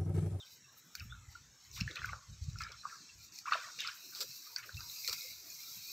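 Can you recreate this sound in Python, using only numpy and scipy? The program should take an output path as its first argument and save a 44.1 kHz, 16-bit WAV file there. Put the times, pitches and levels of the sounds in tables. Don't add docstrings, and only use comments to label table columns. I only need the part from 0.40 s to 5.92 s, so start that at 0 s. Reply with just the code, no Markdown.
import sys
import numpy as np
from scipy import signal
from scipy.fft import rfft, irfft, next_fast_len
from scipy.io import wavfile
from scipy.ndimage import uniform_filter1d

SR = 44100
rng = np.random.default_rng(int(sys.argv[2]) if len(sys.argv) > 2 else 0)


def put_to_file(sound):
    columns = np.atleast_2d(sound).T
    safe = np.clip(columns, -1, 1)
    whole_steps = np.round(safe * 32767)
    wavfile.write(sys.argv[1], SR, whole_steps.astype(np.int16))


N = 243431
TIME = np.arange(N) / SR


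def amp(db):
    return 10 ** (np.asarray(db) / 20)


def unit(x):
    return x / np.sqrt(np.mean(x ** 2) + 1e-20)


def add(mix, s, sound):
    start = round(s * SR)
    sound = sound[max(-start, 0):]
    part = mix[max(start, 0):][:len(sound)]
    part += sound[:len(part)]


def colour(x, points):
    size = next_fast_len(len(x) + 2048)
    hz, db = np.transpose(points)
    gain = amp(np.interp(np.log(np.fft.rfftfreq(size, 1 / SR) + 1), np.log(hz), db))
    return irfft(rfft(x, size) * gain, size)[:len(x)]


def crackle(per_s, spread_db):
    size = amp(spread_db * np.minimum(rng.exponential(1, N), 4))
    return unit(size * rng.choice([-1, 1], N) * (rng.random(N) < per_s / SR))


def burst(t, length, rise, fall):
    return (1 - np.exp(-np.maximum(t, 0) / rise)) * np.exp(-np.maximum(t - length, 0) / fall)


def patchy(x, depth_db, below_hz, bins, frames):
    hz, _, spectrum = signal.stft(x, SR, nperseg=1024, noverlap=768)
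    patches = uniform_filter1d(rng.standard_normal(spectrum.shape), bins, axis=0)
    patches = unit(uniform_filter1d(patches, frames, axis=1))
    reach = 1 / (1 + (hz[:, None] / below_hz) ** 4)
    return signal.istft(spectrum * amp(depth_db * reach * patches), nperseg=1024, noverlap=768)[1][:N]


def ping(hz, swell_s, glide=0):
    age = np.arange(int(14 * swell_s * SR) + 8) / (SR * swell_s)
    envelope = (age / 2) ** 2 * np.exp(2 - age)
    return envelope * np.sin(2 * np.pi * hz * swell_s * (age + glide * (age - 2) ** 2 / 2))


def whistles(rows):
    out = np.zeros(N)
    for s, length, db, start_hz, end_hz in rows:
        slide = np.linspace(start_hz, end_hz, int(length * SR))
        quaver = 1 + .015 * unit(uniform_filter1d(rng.standard_normal(len(slide)), size=60))
        tone = np.sin(2 * np.pi * np.cumsum(slide * quaver) / SR)
        add(out, s, amp(db) * np.hanning(len(tone)) * tone)
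    return out


def crop_reverb(x, wet_db, t60):
    t = np.arange(SR // 3) / SR
    tail = rng.standard_normal(len(t)) * amp(-60 * t / t60) * (t > .002)
    return x + amp(wet_db) * signal.oaconvolve(x, tail / np.linalg.norm(tail))[:N]


# frequency in Hz, gain in dB.
AIR_EQ = [(25, -16), (60, -0.5), (130, 8.5), (300, -0.5), (650, -8), (1300, 0.5), (3100, -5), (3900, 0.5),
          (4900, -26), (6600, -13.5), (7900, -2.5), (9400, -36.5), (11200, -30), (12700, -9), (15500, -28)]
INSECT_EQ = [(4900, -28), (5450, 4.5), (5900, -5.5), (6500, 0.5), (7400, -7), (8500, -25)]


def ambience(air_db=-67.5, insects_db=-66):
    sheen = patchy(rng.standard_normal(N), depth_db=4.5, below_hz=16000, bins=3, frames=30)
    hiss = patchy(rng.standard_normal(N), depth_db=5, below_hz=20000, bins=4, frames=14)
    return amp(insects_db) * unit(colour(sheen, INSECT_EQ)) + amp(air_db) * unit(colour(hiss, AIR_EQ))


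# start and length in seconds, peak in dB, first and last pitch in Hz.
CHIRPS = [(-.012, 0.039, -48, 4000, 3370), (.02, 0.021, -51, 3280, 3030), (.055, 0.033, -60, 3600, 3800),
          (.235, 0.037, -62, 2660, 2660), (.688, 0.061, -53.5, 3310, 3880), (2.685, 0.027, -55, 2840, 2530)]


def birds():
    return crop_reverb(whistles(CHIRPS), wet_db=-7, t60=.2)


# frequency in Hz, gain in dB.
RUMBLE_EQ = [(15, -20), (25, -30), (56, -2.5), (103, -3.5), (146, -10), (178, -21), (206, -22), (260, -39),
             (400, -46), (520, -52), (880, -120)]
# time of full strength and hold in seconds, relative level in dB,
# attack and release in seconds.
GUSTS = [(.62, 0.11, -49, 0.021, 0.061), (.89, 0.2, -64.5, .01, 0.024), (1.412, 0.059, -40.5, 0.043, 0.023),
         (1.598, 0.12, -48.5, 0.01, 0.052), (1.891, 0.02, -45.5, .008, 0.032),
         (2.06, 0.14, -46, 0.034, 0.073), (2.76, .05, -61.5, .04, 0.043),
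         (4.349, 0.0069, -47.5, 0.0071, 0.056)]
# centre time in seconds, level in dB, pitch in Hz.
EDDIES = [(0.657, -43.5, 156), (0.887, -43.5, 88), (1.418, -27.5, 158), (1.436, -37, 91),
          (1.458, -36.5, 90), (2.024, -32.5, 76), (2.088, -30, 111), (2.157, -37.5, 97),
          (4.354, -40.5, 78.6), (4.707, -54.5, 79.6)]


def wind(rumble_db=-2, bump_cycles=0.66):
    strength = np.zeros(N)
    for s, hold, db, attack, release in GUSTS:
        before, after = np.maximum(s - TIME, 0), np.maximum(TIME - s - hold, 0)
        strength += amp(db) * np.exp(-before / attack - after / release)
    out = amp(rumble_db) * strength * unit(colour(rng.standard_normal(N), RUMBLE_EQ))
    t = np.arange(-SR // 20, SR // 20) / SR
    for s, db, hz in EDDIES:
        bump = np.exp(-(t * hz / bump_cycles) ** 2) * np.sin(2 * np.pi * hz * t)
        add(out, s + t[0], amp(db) * bump)
    return out


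# start in seconds, peak in dB, pitch in Hz, swell time in seconds.
PLOPS = [(0.551, -42.5, 1510, 0.00079), (0.6037, -42.5, 2590, 0.0011), (.723, -42.5, 1430, 0.0014),
         (0.951, -44.5, 1410, 0.0026), (1.4092, -28.5, 2630, 0.00055), (1.477, -31.5, 1750, 0.00086),
         (1.568, -35.5, 2530, 0.0011), (1.618, -34.5, 1560, 0.00052), (1.644, -27.5, 1480, 0.00085),
         (1.691, -38, 2160, 0.00077), (1.732, -30.5, 1360, 0.0006), (1.731, -39, 894, 0.00051),
         (2.157, -44.5, 1370, 0.0013), (2.2064, -33.5, 1335, 0.0015), (2.453, -30.5, 1168, 0.001),
         (3.056, -36, 1330, 0.0012), (3.1211, -18.5, 1270, 0.00089), (3.133, -33, 2870, 0.00091),
         (3.154, -34, 1070, 0.0012), (3.152, -38, 654, 0.0018), (4.160, -43.5, 1540, 0.0023),
         (4.292, -39.5, 1530, 0.00085), (4.372, -44, 2663, 0.0027)]


def plops():
    out = np.zeros(N)
    for s, db, hz, swell_s in PLOPS:
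        add(out, s, amp(db) * ping(hz, swell_s, glide=0.0017))
    return out


# start and length in seconds, relative level in dB,
# opening bubble pitch in Hz, pitch spread in octaves.
SQUELCHES = [(0.574, 0.035, -50, 2650, 0.11), (0.562, 0.066, -55, 1910, 0.15),
             (.728, 0.03, -55, 1430, 0.094), (1.359, 0.058, -45.5, 2650, 0.57),
             (1.477, 0.049, -47.5, 2350, 0.3), (1.494, 0.023, -43.5, 447, 0.3),
             (1.551, 0.044, -40.5, 2124, 0.49), (1.627, 0.076, -43.5, 1810, 0.45),
             (1.712, 0.029, -43.5, 1098, 0.36), (2.2, 0.032, -37, 1814, 0.41),
             (2.274, 0.062, -51.5, 2176, 0.76), (2.429, 0.042, -46, 1355, 0.25),
             (2.484, 0.075, -48.5, 1750, 0.24), (3.06, .034, -37, 1910, 0.39),
             (3.108, 0.039, -31.5, 1860, 0.6), (3.131, 0.016, -38.5, 2780, 0.47),
             (3.161, .14, -46, 1973, 0.43), (3.386, .11, -39.5, 3026, 0.518),
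             (3.718, 0.062, -55.5, 1426, 0.12), (4.053, 0.018, -54.5, 1960, 0.504),
             (4.095, 0.036, -47.5, 1034, 0.073), (4.162, 0.049, -47.5, 2000, 0.334),
             (4.225, .022, -43.5, 2040, 0.31), (4.386, 0.029, -52, 1466, 0.29)]
# frequency in Hz, gain in dB.
MUD_EQ = [(250, -19), (500, -11.5), (850, -25), (1300, -6.5), (2000, -11.5), (2600, -7), (3200, -6),
          (4200, 1.5), (7000, 0), (10000, -21)]


def squelches(count=560, rise_s=0.00075, sink_octaves_per_s=5.48, trickle_s=.16, trickle_db=-8):
    out = np.zeros(N)
    for s, length, db, start_hz, octaves in SQUELCHES:
        starts = (length + trickle_s) * (np.arange(count) + rng.random(count)) / count
        sunk = sink_octaves_per_s * np.minimum(starts, length)
        pitches = np.clip(start_hz * 2 ** (octaves * rng.standard_normal(count) - sunk), 200, 9000)
        squeeze = burst(starts, length, rise_s, fall=0.0038)
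        trickle = amp(trickle_db) * burst(starts, length, rise_s, fall=0.065)
        gains = np.maximum(squeeze, trickle) * amp(2 * np.minimum(rng.exponential(1, count), 4))
        swell_cycles = 2 ** rng.uniform(-1.2, 1.3, count)
        cloud = np.zeros(SR)
        for start, hz, gain, cycles in zip(starts, pitches, gains, swell_cycles):
            add(cloud, start, gain * ping(hz, cycles / hz, glide=.005))
        add(out, s, amp(db) * cloud * np.sqrt(length * SR / np.sum(cloud ** 2)))
    return colour(out, MUD_EQ)


# start and length in seconds, peak in dB,
# first and last pitch in Hz.
HEEL_SUCKS = [(3.069, 0.0245, -35, 863, 1380)]


def footsteps():
    slosh = patchy(squelches(), depth_db=5, below_hz=6800, bins=5, frames=4)
    return crop_reverb(plops() + slosh + whistles(HEEL_SUCKS), wet_db=-8, t60=0.15)


# start and length in seconds, level in dB,
# pitch and bandwidth in Hz.
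HOLLOW_NOTES = [(2.29, 0.038, -67.5, 507, 248), (3.613, 0.105, -71, 326, 130),
                (3.782, 0.084, -60.5, 490, 170), (4.242, .07, -67.5, 500, 354), (4.389, 0.11, -67, 970, 70),
                (4.615, 0.17, -54, 2290, 480), (4.675, 0.08, -57, 1190, 453),
                (4.682, 0.0305, -58, 480, 160), (4.741, 0.22, -61, 2204, 260),
                (4.819, 0.09, -68.5, 509, 70)]


def hollow_notes():
    out, hz = np.zeros(N), np.fft.rfftfreq(SR, 1 / SR)
    for s, length, db, pitch_hz, width_hz in HOLLOW_NOTES:
        band = 1 / (1 + (2 * (hz - pitch_hz) / width_hz) ** 4)
        note = irfft(rfft(rng.standard_normal(SR)) * band)[:int(length * SR)]
        add(out, s, amp(db) * unit(note) * signal.windows.tukey(len(note), .5))
    return out


# start and length in seconds, body and fizz levels in dB.
WADING_SWISHES = [(0, .17, -64.5, -66), (0.3, 0.35, -81, -69.5), (0.884, 0.16, -69, -82),
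                  (1.2, 0.07, -67.5, -76), (1.344, 0.037, -46, -53), (1.44, 0.34, -60.5, -77),
                  (1.794, 0.48, -67, -89), (2.197, 0.026, -51, -66), (2.342, 0.4, -62, -84),
                  (2.478, 0.06, -60.5, -70), (2.788, 0.1, -59, -64.5), (2.937, 0.073, -52, -61.5),
                  (3.06, 0.47, -53.5, -68)]
# time in seconds, rustle level in dB.
GATHERING = [(3.48, -80), (3.62, -57), (3.95, -53.5), (4.15, -59.5), (4.33, -59.5), (4.72, -47),
             (5.0, -56.5), (5.12, -53), (5.52, -50.5)]


def rustle_envelopes(breeze_db=-76, hand_fizz_db=-2, attack_s=0.022, release_s=0.03):
    times, levels_db = np.transpose(GATHERING)
    hands = np.interp(TIME, times, amp(levels_db), left=0)
    body, fizz = hands + amp(breeze_db), amp(hand_fizz_db) * hands
    for start, length, body_db, fizz_db in WADING_SWISHES:
        fade_in = .5 + .5 * np.tanh((TIME - start) / attack_s)
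        fade_out = .5 - .5 * np.tanh((TIME - start - length) / release_s)
        body += amp(body_db) * fade_in * fade_out
        fizz += amp(fizz_db) * fade_in * fade_out
    return body, fizz


# frequency in Hz, gain in dB.
STRAW_EQ = [(880, -51), (1500, -25), (1880, -31), (2070, -13), (2480, 1.5), (2680, -4.5), (3010, -28),
            (3220, -18), (3510, -12.5), (3880, 5.5), (4490, 6.5), (5120, 4.5), (5620, 7.5), (8080, -3),
            (9500, -25.5), (12400, -47), (20900, -120)]
FIZZ_EQ = [(8000, -25), (9200, -13), (11400, -14.5), (12300, 2), (13200, 1.5), (14500, 1), (15600, -4.5)]


def rustle(body, fizz, rub_db=1, husk_db=-3):
    friction = crackle(per_s=9000, spread_db=2.6) + amp(rub_db) * rng.standard_normal(N)
    slips = patchy(friction, depth_db=6, below_hz=5300, bins=4, frames=12)
    fitful = np.clip((-52 - 20 * np.log10(body)) / 10, .25, 1.3)
    flutter = fitful * unit(uniform_filter1d(rng.standard_normal(N), size=1500))
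    leaves = body * amp(2 * flutter) * unit(colour(slips, STRAW_EQ))
    husks = amp(husk_db) * fitful * crackle(per_s=500, spread_db=0)
    return leaves + fizz * amp(5.5 * flutter) * unit(colour(slips + husks, FIZZ_EQ))


def stalk_ticks(body, over_db=5, ring_hz=5100, spread_octaves=0.44, count=45):
    out = np.zeros(N)
    for when, size, pitch in rng.random((count, 3)):
        at = int(when * N)
        gain = body[at] * amp(over_db + 10 * size ** 2)
        hz = ring_hz * 2 ** (spread_octaves * (2 * pitch - 1))
        add(out, at / SR, gain * ping(hz, swell_s=0.00058))
    return out


# start in seconds, relative level in dB, ring pitch in Hz,
# crack level against the ring in dB.
SNAPS = [(0.5523, -37, 6100, 3.5), (0.597, -40, 5100, -1), (1.314, -41, 6100, -24),
         (1.404, -32, 4290, -5.5), (1.409, -27, 5330, -9), (1.511, -36.5, 3720, -10),
         (1.557, -33.5, 4060, -4.5), (1.657, -47, 5860, 5.5), (2.186, -41, 5450, -1.5),
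         (2.218, -35.5, 4400, -3), (2.2357, -33.5, 5080, -9), (2.319, -41, 5630, -4),
         (2.922, -41.5, 5920, -12), (2.987, -40, 6000, 1.5), (3.1334, -30.5, 3770, -10),
         (3.4045, -28.5, 3820, -3.5), (3.4733, -30, 4980, -5), (3.749, -34, 4420, -8),
         (3.9125, -38.5, 4570, -7), (4.1613, -23, 4640, -9), (4.184, -33.5, 5800, -10),
         (4.368, -36, 4840, -6), (4.406, -40, 4880, -1), (4.646, -35.5, 5070, 0.5),
         (4.6763, -25.5, 4240, 0.5), (4.695, -25.5, 4520, -2)]
# frequency in Hz, gain in dB.
CRACK_EQ = [(400, -61), (1400, -19.5), (2500, 7), (3200, -17), (4400, 10.5), (6000, 7), (8000, -8),
            (9500, -24), (15500, -29)]


def stalk_snaps(crack_s=0.0011, level_db=-2.74, fizz_db=-8):
    rings, cracks, fizz = np.zeros((3, N))
    age = np.arange(640) / SR / crack_s
    for s, db, hz, crack_db in SNAPS:
        crack = amp(db + crack_db) * rng.standard_normal(len(age)) * age * np.exp(1 - age)
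        add(rings, s, amp(db) * ping(hz, swell_s=0.00052))
        add(cracks, s, crack)
        add(fizz, s, amp(fizz_db + 1.3 * crack_db) * crack)
    return amp(level_db) * (rings + colour(cracks, CRACK_EQ) + colour(fizz, FIZZ_EQ))


# start and length in seconds, level in dB.
TEARS = [(3.753, 0.063, -49.5), (3.804, 0.027, -39), (4.681, 0.014, -40), (4.727, 0.0046, -32)]
# frequency in Hz, gain in dB.
TEAR_EQ = [(150, -116), (250, -13), (837, -12), (1380, 5), (1890, -8.5), (2440, -0.5), (3060, -3),
           (4470, 12), (5790, 7.5), (6650, -3), (7380, 5), (9230, -12), (11200, -13.5), (13000, -0.5),
           (15500, -2.5)]


def sickle_cuts():
    force = sum(amp(db) * burst(TIME - s, length, rise=.001, fall=.003) for s, length, db in TEARS)
    fibres = crackle(per_s=7000, spread_db=2.2)
    return force * unit(colour(fibres, TEAR_EQ))


def scene():
    body, fizz = rustle_envelopes()
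    breaking = crop_reverb(sickle_cuts() + stalk_snaps() + stalk_ticks(body), wet_db=-9, t60=.12)
    mix = breaking + footsteps() + birds() + rustle(body, fizz) + hollow_notes() + ambience() + wind()
    return np.tile(mix, (2, 1))


def record(dry):
    low_cut = signal.butter(2, 42, "highpass", fs=SR, output="sos")
    high_cut = signal.firwin(1023, 15700, window=("kaiser", 8), fs=SR)
    return signal.oaconvolve(signal.sosfilt(low_cut, dry), high_cut[None], "same")


dry = scene()
out = record(dry)
put_to_file(out)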